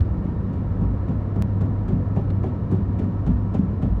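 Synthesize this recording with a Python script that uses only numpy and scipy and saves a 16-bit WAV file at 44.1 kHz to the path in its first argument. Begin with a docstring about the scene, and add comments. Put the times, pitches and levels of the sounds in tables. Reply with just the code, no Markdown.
"""Cutting machine in a workshop

A conveyor carries sacks towards the blades while a motor hums over a steady rumble.
About 3.6 times a second a blade passes with a short swish and a dull thud in the housing,
biting harder as the feed goes on. Two small knocks and one sharp click stand out."""
import sys
import numpy as np
from scipy import signal
from scipy.io import wavfile

SR = 44100
rng = np.random.default_rng(int(sys.argv[2]) if len(sys.argv) > 2 else 0)


def materialize(psi):
    """Save the field psi as 16-bit PCM at rate SR to the path in sys.argv[1].

    A 1-D psi becomes a single channel; in a 2-D psi each row is a channel.
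    """
    bounded = np.clip(np.atleast_2d(psi).T, -1, 1)
    quanta = np.round(bounded * 32767).astype(np.int16)
    wavfile.write(sys.argv[1], SR, quanta)


N = 176400
TIME = np.arange(N) / SR


def from_db(db):
    """Turn decibels into a number to multiply by."""
    return 10 ** (np.asarray(db) / 20)


def rms_one(x):
    """Scale a sound so that its average strength (rms) is 1."""
    return x / np.sqrt(np.mean(x ** 2) + 1e-20)


def muffle(x, hz, order=2):
    """Turn down the treble above hz; a higher order cuts more steeply."""
    return signal.sosfilt(signal.butter(order, hz, fs=SR, output="sos"), x)


def drift(rate):
    """A smooth random wobble of about 1 either way; a higher rate wobbles faster."""
    r = np.exp(-80 * np.pi * rate / SR)
    slow = signal.lfilter([1], [1, -2 * r, r * r], rng.standard_normal(N // 40 + 2002))[2000:]
    return np.interp(np.arange(N) / 40, np.arange(len(slow)), rms_one(slow))


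def wavering_tone(hz, wander_hz, rate):
    """A pure tone of strength 1 whose pitch wanders."""
    return np.sqrt(2) * np.sin(2 * np.pi * np.cumsum(hz + wander_hz * drift(rate)) / SR)


def noise(spectrum, flicker_db=0):
    """Noise of strength 1, built from bands that each have their own level and flicker."""
    hz, db = np.transpose(spectrum)
    edges = 18 * 2 ** (np.arange(30) / 3)   # three bands to the octave
    white, out = rng.standard_normal((2, N + SR // 2)), 0
    for k, (low, high) in enumerate(zip(edges, edges[1:])):
        if high > hz[0] and low < hz[-1]:
            sos = signal.butter(2, [low, high], "band", fs=SR, output="sos")
            band = signal.sosfilt(sos, white[k % 2])[-N:]
            band_db = np.interp(np.log(low * high) / 2, np.log(hz), db)
            out += band * from_db(band_db + flicker_db * drift(16))
    return rms_one(out)


def burst(start, rise, hold, t60):
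    """A loudness shape: it rises, holds, then fades by 60 dB in t60. All are in seconds."""
    age = TIME - start
    return np.clip(age / rise, 0, 1) * from_db(-60 * np.clip((age - rise - hold) / t60, 0, 3))


def tone_burst(start, hz, rise, t60):
    """A pure tone that swells and fades."""
    return burst(start, rise, 0, t60) * np.sin(2 * np.pi * hz * (TIME - start))


def taps(times, db):
    """Pushes one sample long, at the given times and levels."""
    out = np.zeros(N)
    np.add.at(out, np.clip((np.asarray(times) * SR).astype(int), 0, N - 1), from_db(db))
    return out


def ring(force, hz, t60):
    """Each tap starts a fading tone as strong as the tap."""
    r, w = from_db(-60 / (t60 * SR)), 2 * np.pi * hz / SR
    return signal.lfilter([0, np.sin(w)], [1, -2 * r * np.cos(w), r * r], force + 1e-18)


# How the motor's hum swells and sinks. Each row: time in seconds, relative level in dB.
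HUM_SWELLS = [(0, -22), (.3, -27.5), (.5, -30), (.75, -23.5), (1.0, -23.5), (1.16, -29.5), (1.33, -22.5),
              (1.63, -22.5), (1.87, -26), (2.05, -22.5), (2.36, -20.5), (2.55, -27), (2.72, -25),
              (3.08, -23), (3.28, -28), (3.55, -23), (3.85, -25), (4, -24.5)]
def motor():
    """The motor gives a low, wavering hum and a very faint high whistle."""
    hum_db = np.interp(TIME, *np.transpose(HUM_SWELLS)) - 2.6 + 1.5 * drift(2.3)
    hum = from_db(hum_db) * wavering_tone(hz=100, wander_hz=0.51, rate=2.43)
    whistle = from_db(-88) * wavering_tone(hz=5238, wander_hz=4.1, rate=5.6)
    return hum + whistle


# Pitches at which the drive rings. Each row: pitch in Hz, rough width in Hz, level in dB.
DRIVE_WHINES = [(191.26, 6.6, -37), (494.1, 6.4, -52.5), (952, 8.9, -55.5), (1006, 35, -60),
                (1304, 13, -59), (1694, 80, -65.5), (1836, 39, -67.5), (4040, 220, -80)]
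def drive_whine():
    """The drive rings in narrow bands, which turn noise into thin whines."""
    out = 0
    for hz, width, db in DRIVE_WHINES:
        b, a = signal.iirpeak(hz, hz / (2 * width), fs=SR)
        band = signal.lfilter(b, a, rng.standard_normal(N + SR))
        narrower = signal.lfilter(b, a, band)[SR:]
        out += from_db(db) * rms_one(narrower)
    return out


# The rumble from bass to treble. Each row: frequency in Hz, relative level in dB.
RUMBLE_SPECTRUM = [(24, -13.5), (35, -3.5), (48, -1), (62, 4), (76, 4.5), (100, -3), (150, -1), (200, -5),
                   (270, -7.5), (350, -14.5), (450, -19), (600, -20.5), (800, -29), (1050, -26.5),
                   (1450, -38.5), (1750, -42), (2100, -46.5), (3000, -56), (4000, -65.5), (5000, -62),
                   (6300, -70.5), (8000, -77.5), (11000, -71.5), (12500, -87)]
def belt_rumble():
    """The running drive and belt make a deep noise that flickers a little."""
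    return from_db(-25.5 - 0.17 * TIME) * noise(RUMBLE_SPECTRUM, flicker_db=1.17)


# The tick of a knock. Each row: frequency in Hz, relative level in dB.
TICK_SPECTRUM = [(250, 15), (350, 25.5), (600, 4.5), (1200, 11), (2000, 3.5), (2800, -1), (3600, -3),
                 (4700, -2), (5600, -18), (6500, -19.5), (10000, -21), (13000, -48)]
# Two small knocks, and a faint, brief rasp just after the start. Each row: start in seconds, tick level
# in dB, tick hold in seconds, thump level in dB, thump pitch in Hz, thump fade time in seconds.
SMALL_KNOCKS = [(.0055, -35.5, 0.0017, -7, 74.3, 0.093), (0.045, -56.5, .02, -35, 111, .05),
                (2.3017, -41, 0.0049, -25.5, 287, 0.07)]
def knocks():
    """Small knocks and rasps: each is a short raspy tick with a low thump under it."""
    rasp, out = noise(TICK_SPECTRUM), 0
    for start, tick_db, hold, thump_db, hz, t60 in SMALL_KNOCKS:
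        out += from_db(tick_db) * burst(start, rise=0.0005, hold=hold, t60=0.033) * rasp
        out += from_db(thump_db) * tone_burst(start, hz, rise=0.006, t60=t60)
    return out


# Booms of the frame. Each row: loudest moment in seconds, half length in seconds, level in dB.
FRAME_BOOMS = [(0.146, 0.1, -29), (0.847, 0.1, -22.5), (1.882, 0.23, -31.5), (3.311, 0.093, -22.5),
               (3.944, 0.066, -20.5)]
def frame_booms():
    """Now and then the frame booms: one deep tone swells and sinks."""
    swell = sum(from_db(db) * np.exp(-((TIME - peak) / half) ** 2) for peak, half, db in FRAME_BOOMS)
    return swell * wavering_tone(hz=51.6, wander_hz=6.8, rate=6.5)


# The blade strokes. Each row: start in seconds; relative levels in dB of the swish, bite thud, clack,
# hollow ring, woody knock and release thud; release delay in seconds; relative scrape level in dB.
BLADE_STROKES = [(0.2403, -61, -29, -43, -44.5, -41, -35.5, 0.035, -68.5),
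                 (0.5305, -56, -35, -41.5, -38.5, -47, -33, 0.05, -65),
                 (0.809, -58, -21.5, -36, -38, -44.5, -28.5, 0.043, -69.5),
                 (1.0832, -56, -25, -36.5, -36.5, -48.5, -29.5, 0.041, -62.5),
                 (1.356, -56.5, -23.5, -36, -39, -36.5, -26.5, 0.034, -64),
                 (1.6086, -50, -20.5, -35, -34, -39, -26.5, 0.037, -65.5),
                 (1.8808, -50, -25.5, -34, -31, -41, -21, .048, -59.5),
                 (2.16, -52.5, -21.5, -30.5, -39, -31.5, -29.5, .04, -60.5),
                 (2.4336, -52, -30.5, -31, -31.5, -30.5, -27.5, 0.027, -58.5),
                 (2.7119, -48.5, -22, -32.5, -26, -37, -23, .03, -58),
                 (2.988, -49.5, -25, -33, -37, -37, -29, 0.048, -57),
                 (3.2637, -48, -17, -35.5, -43.5, -36, -21.5, .04, -58),
                 (3.5407, -46.5, -21.5, -32.5, -37.5, -31, -19.5, 0.053, -58),
                 (3.8206, -49.5, -17.5, -35.5, -47, -35, -26, 0.039, -58)]
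(STARTS, SWISH_DB, BITE_DB, CLACK_DB, HOLLOW_DB, WOODY_DB,
 RELEASE_DB, RELEASE_DELAYS, SCRAPE_DB) = np.transpose(BLADE_STROKES)
BRUSH_LEAD_S = 0.0045   # the edge brushes the cloth just before it bites
def each_stroke(levels_db, rise, hold, t60, lead=0):
    """A loudness shape with one burst for every pass of a blade, begun lead seconds early."""
    return sum(from_db(db) * burst(start - lead, rise, hold, t60) for start, db in zip(STARTS, levels_db))


# The swish through the cloth. Each row: frequency in Hz, relative level in dB.
SWISH_SPECTRUM = [(700, 6), (1100, 14), (1800, -3), (2800, 2.5), (4000, -7.5), (5200, -10), (6600, -9.5),
                  (8500, -15.5), (10500, -23.5), (13000, -41.5)]
def blade_swish():
    """The blade tears through cloth with a grainy swish, then faintly brushes it once more."""
    first = each_stroke(SWISH_DB, rise=0.0071, hold=0.007, t60=0.074, lead=BRUSH_LEAD_S)
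    rebound = from_db(-12.5) * np.interp(TIME - 0.042, TIME, first)
    grain = from_db(-0.8 + 0.5 * drift(220))
    return (first + rebound) * grain * noise(SWISH_SPECTRUM)


# The bands of sound in a snapping fibre. Each row: frequency in Hz, relative level in dB.
SNAP_BANDS = [(900, 0), (1250, 0.5), (1900, -6.5), (2800, -11.5), (4200, -19), (6000, -30)]
def fibre_crunch(snaps_per_second=420):
    """Fibres snap as the edge bites, each a tiny puff of uneven size; the sack muffles them."""
    sizes = from_db(2 * np.minimum(rng.exponential(1, N), 3)) * rng.choice([-1, 1], N)
    snaps = sizes * (rng.random(N) < snaps_per_second / SR)
    puffs = sum((-1) ** k * from_db(db) * signal.lfilter(*signal.iirpeak(hz, 2, fs=SR), snaps + 1e-18)
                for k, (hz, db) in enumerate(SNAP_BANDS))
    loudness = each_stroke(SWISH_DB + 1, rise=0.0071, hold=0.007, t60=0.081, lead=BRUSH_LEAD_S)
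    return loudness * muffle(rms_one(puffs), hz=4500)


# The blade's scrape. Each row: frequency in Hz, relative level in dB.
SCRAPE_SPECTRUM = [(1600, -2.5), (2600, 4.5), (4000, -1.5), (5200, -10), (7500, -13.5), (10000, -26.5)]
def blade_scrape():
    """The blade scrapes on along the cut edge with a rough hiss."""
    loudness = each_stroke(SCRAPE_DB, rise=0.031, hold=0, t60=0.32)
    grain = from_db(-5.5 + 2 * drift(120))
    return loudness * grain * noise(SCRAPE_SPECTRUM)


# The clack of the carrier, which holds the blade. Each row: frequency in Hz, relative level in dB.
CLACK_SPECTRUM = [(200, -16), (300, 3.5), (370, 9.5), (480, -3), (620, -1), (790, -5.5), (1000, -19),
                  (1500, -21), (2500, -37.5)]
def carrier_clack():
    """The carrier clacks at each stroke with a burst of noise, and the housing gives a hollow ring."""
    clack = each_stroke(CLACK_DB - 2, rise=0.0033, hold=0.031, t60=0.1) * noise(CLACK_SPECTRUM)
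    hollow = sum(from_db(db + 0.5) * tone_burst(start, hz=377.8, rise=0.032, t60=0.14)
                 for start, db in zip(STARTS, HOLLOW_DB))
    return clack + hollow


# The carrier's woody tones. Each row: pitch in Hz, relative level in dB, fade time in seconds.
CARRIER_TONES = [(491.6, -4.5, .11), (608, 3.5, 0.062), (727, -5.5, 0.052), (767, -0.5, 0.1),
                 (970, -12, 0.093), (1164, -14.5, 0.067)]
def carrier_knock(delay_s=0.00595, spread_s=0.008):
    """Each chop knocks the carrier, which rings briefly like wood."""
    out = 0
    for k, (hz, db, t60) in enumerate(CARRIER_TONES):
        times = STARTS + delay_s + spread_s * (rng.random(len(STARTS)) - 0.5)
        out += (-1) ** k * ring(taps(times, WOODY_DB + db), hz, t60)   # every other tone is flipped
    return from_db(-2) * muffle(out, hz=1400)


# The housing's low tones; those that fade fast make the punch.
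# Each row: pitch in Hz, relative level in dB, fade time in seconds.
HOUSING_TONES = [(118.3, -7, 0.54), (139.5, 2, 0.12), (163.5, -0.5, 0.14), (190.1, -1, 0.25),
                 (211.4, 3, .07), (245.4, -4.5, 0.18), (282, -4, 0.1)]
def housing_thud(bite_delay_s=0.00898, settle_s=0.043, spread_s=0.0059):
    """Each cut shakes the housing three times: the blade bites, it lets go, the housing drops back."""
    releases = STARTS + RELEASE_DELAYS
    push_times = np.column_stack([STARTS + bite_delay_s, releases, releases + settle_s]).ravel()
    push_db = np.column_stack([BITE_DB, RELEASE_DB, RELEASE_DB - 6]).ravel()
    out = 0
    for k, (hz, db, t60) in enumerate(HOUSING_TONES):
        times = push_times + spread_s * (rng.random(len(push_times)) - 0.5)
        levels = push_db + db + 1.57 * rng.standard_normal(len(push_times))
        out += (-1) ** k * ring(taps(times, levels), hz, t60)
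    return muffle(out, hz=360, order=4)


def workshop_echo(x, t60=0.89):
    """Sound bounces between the walls: ten echoes repeat, weaker each time."""
    out = np.zeros(N)
    for k, lag in enumerate((rng.uniform(0.02, 0.06, 10) * SR).astype(int)):
        loop, gain = x.copy(), from_db(-60 * lag / SR / t60)
        for i in range(lag, N, lag):
            loop[i:i + lag] += gain * loop[i - lag:i][:N - i]
        out += (loop - x) * (-1) ** k
    return out / np.sqrt(10)


def click(start_s=1.4233, fall_s=0.0015):
    """One dry click: a sudden step that falls back."""
    step = taps([start_s], db=[-18])
    return signal.lfilter([1], [1, -np.exp(-1 / (fall_s * SR))], step + 1e-18)


def scene():
    """The machine close by, with a little workshop echo on the cuts; everything but the click is cut off above
    about 12 kHz."""
    cuts = blade_swish() + fibre_crunch() + blade_scrape()
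    cuts += carrier_clack() + carrier_knock() + housing_thud()
    running = motor() + drive_whine() + belt_rumble() + frame_booms()
    machine = running + cuts + from_db(-11) * workshop_echo(cuts) + knocks()
    return (muffle(machine, hz=11800, order=10) + click())[None]


def record(dry):
    """The microphone loses the deepest bass; the ends fade quickly and the highest treble is cut."""
    heard = signal.sosfilt(signal.butter(2, 21.5, "high", fs=SR, output="sos"), dry)
    fade = np.clip(np.minimum(TIME, TIME[::-1]) / 0.003, 0, 1)
    return signal.sosfilt(signal.ellip(10, 0.1, 80, 16600, fs=SR, output="sos"), heard * fade)


dry = scene()
out = record(dry)
materialize(out)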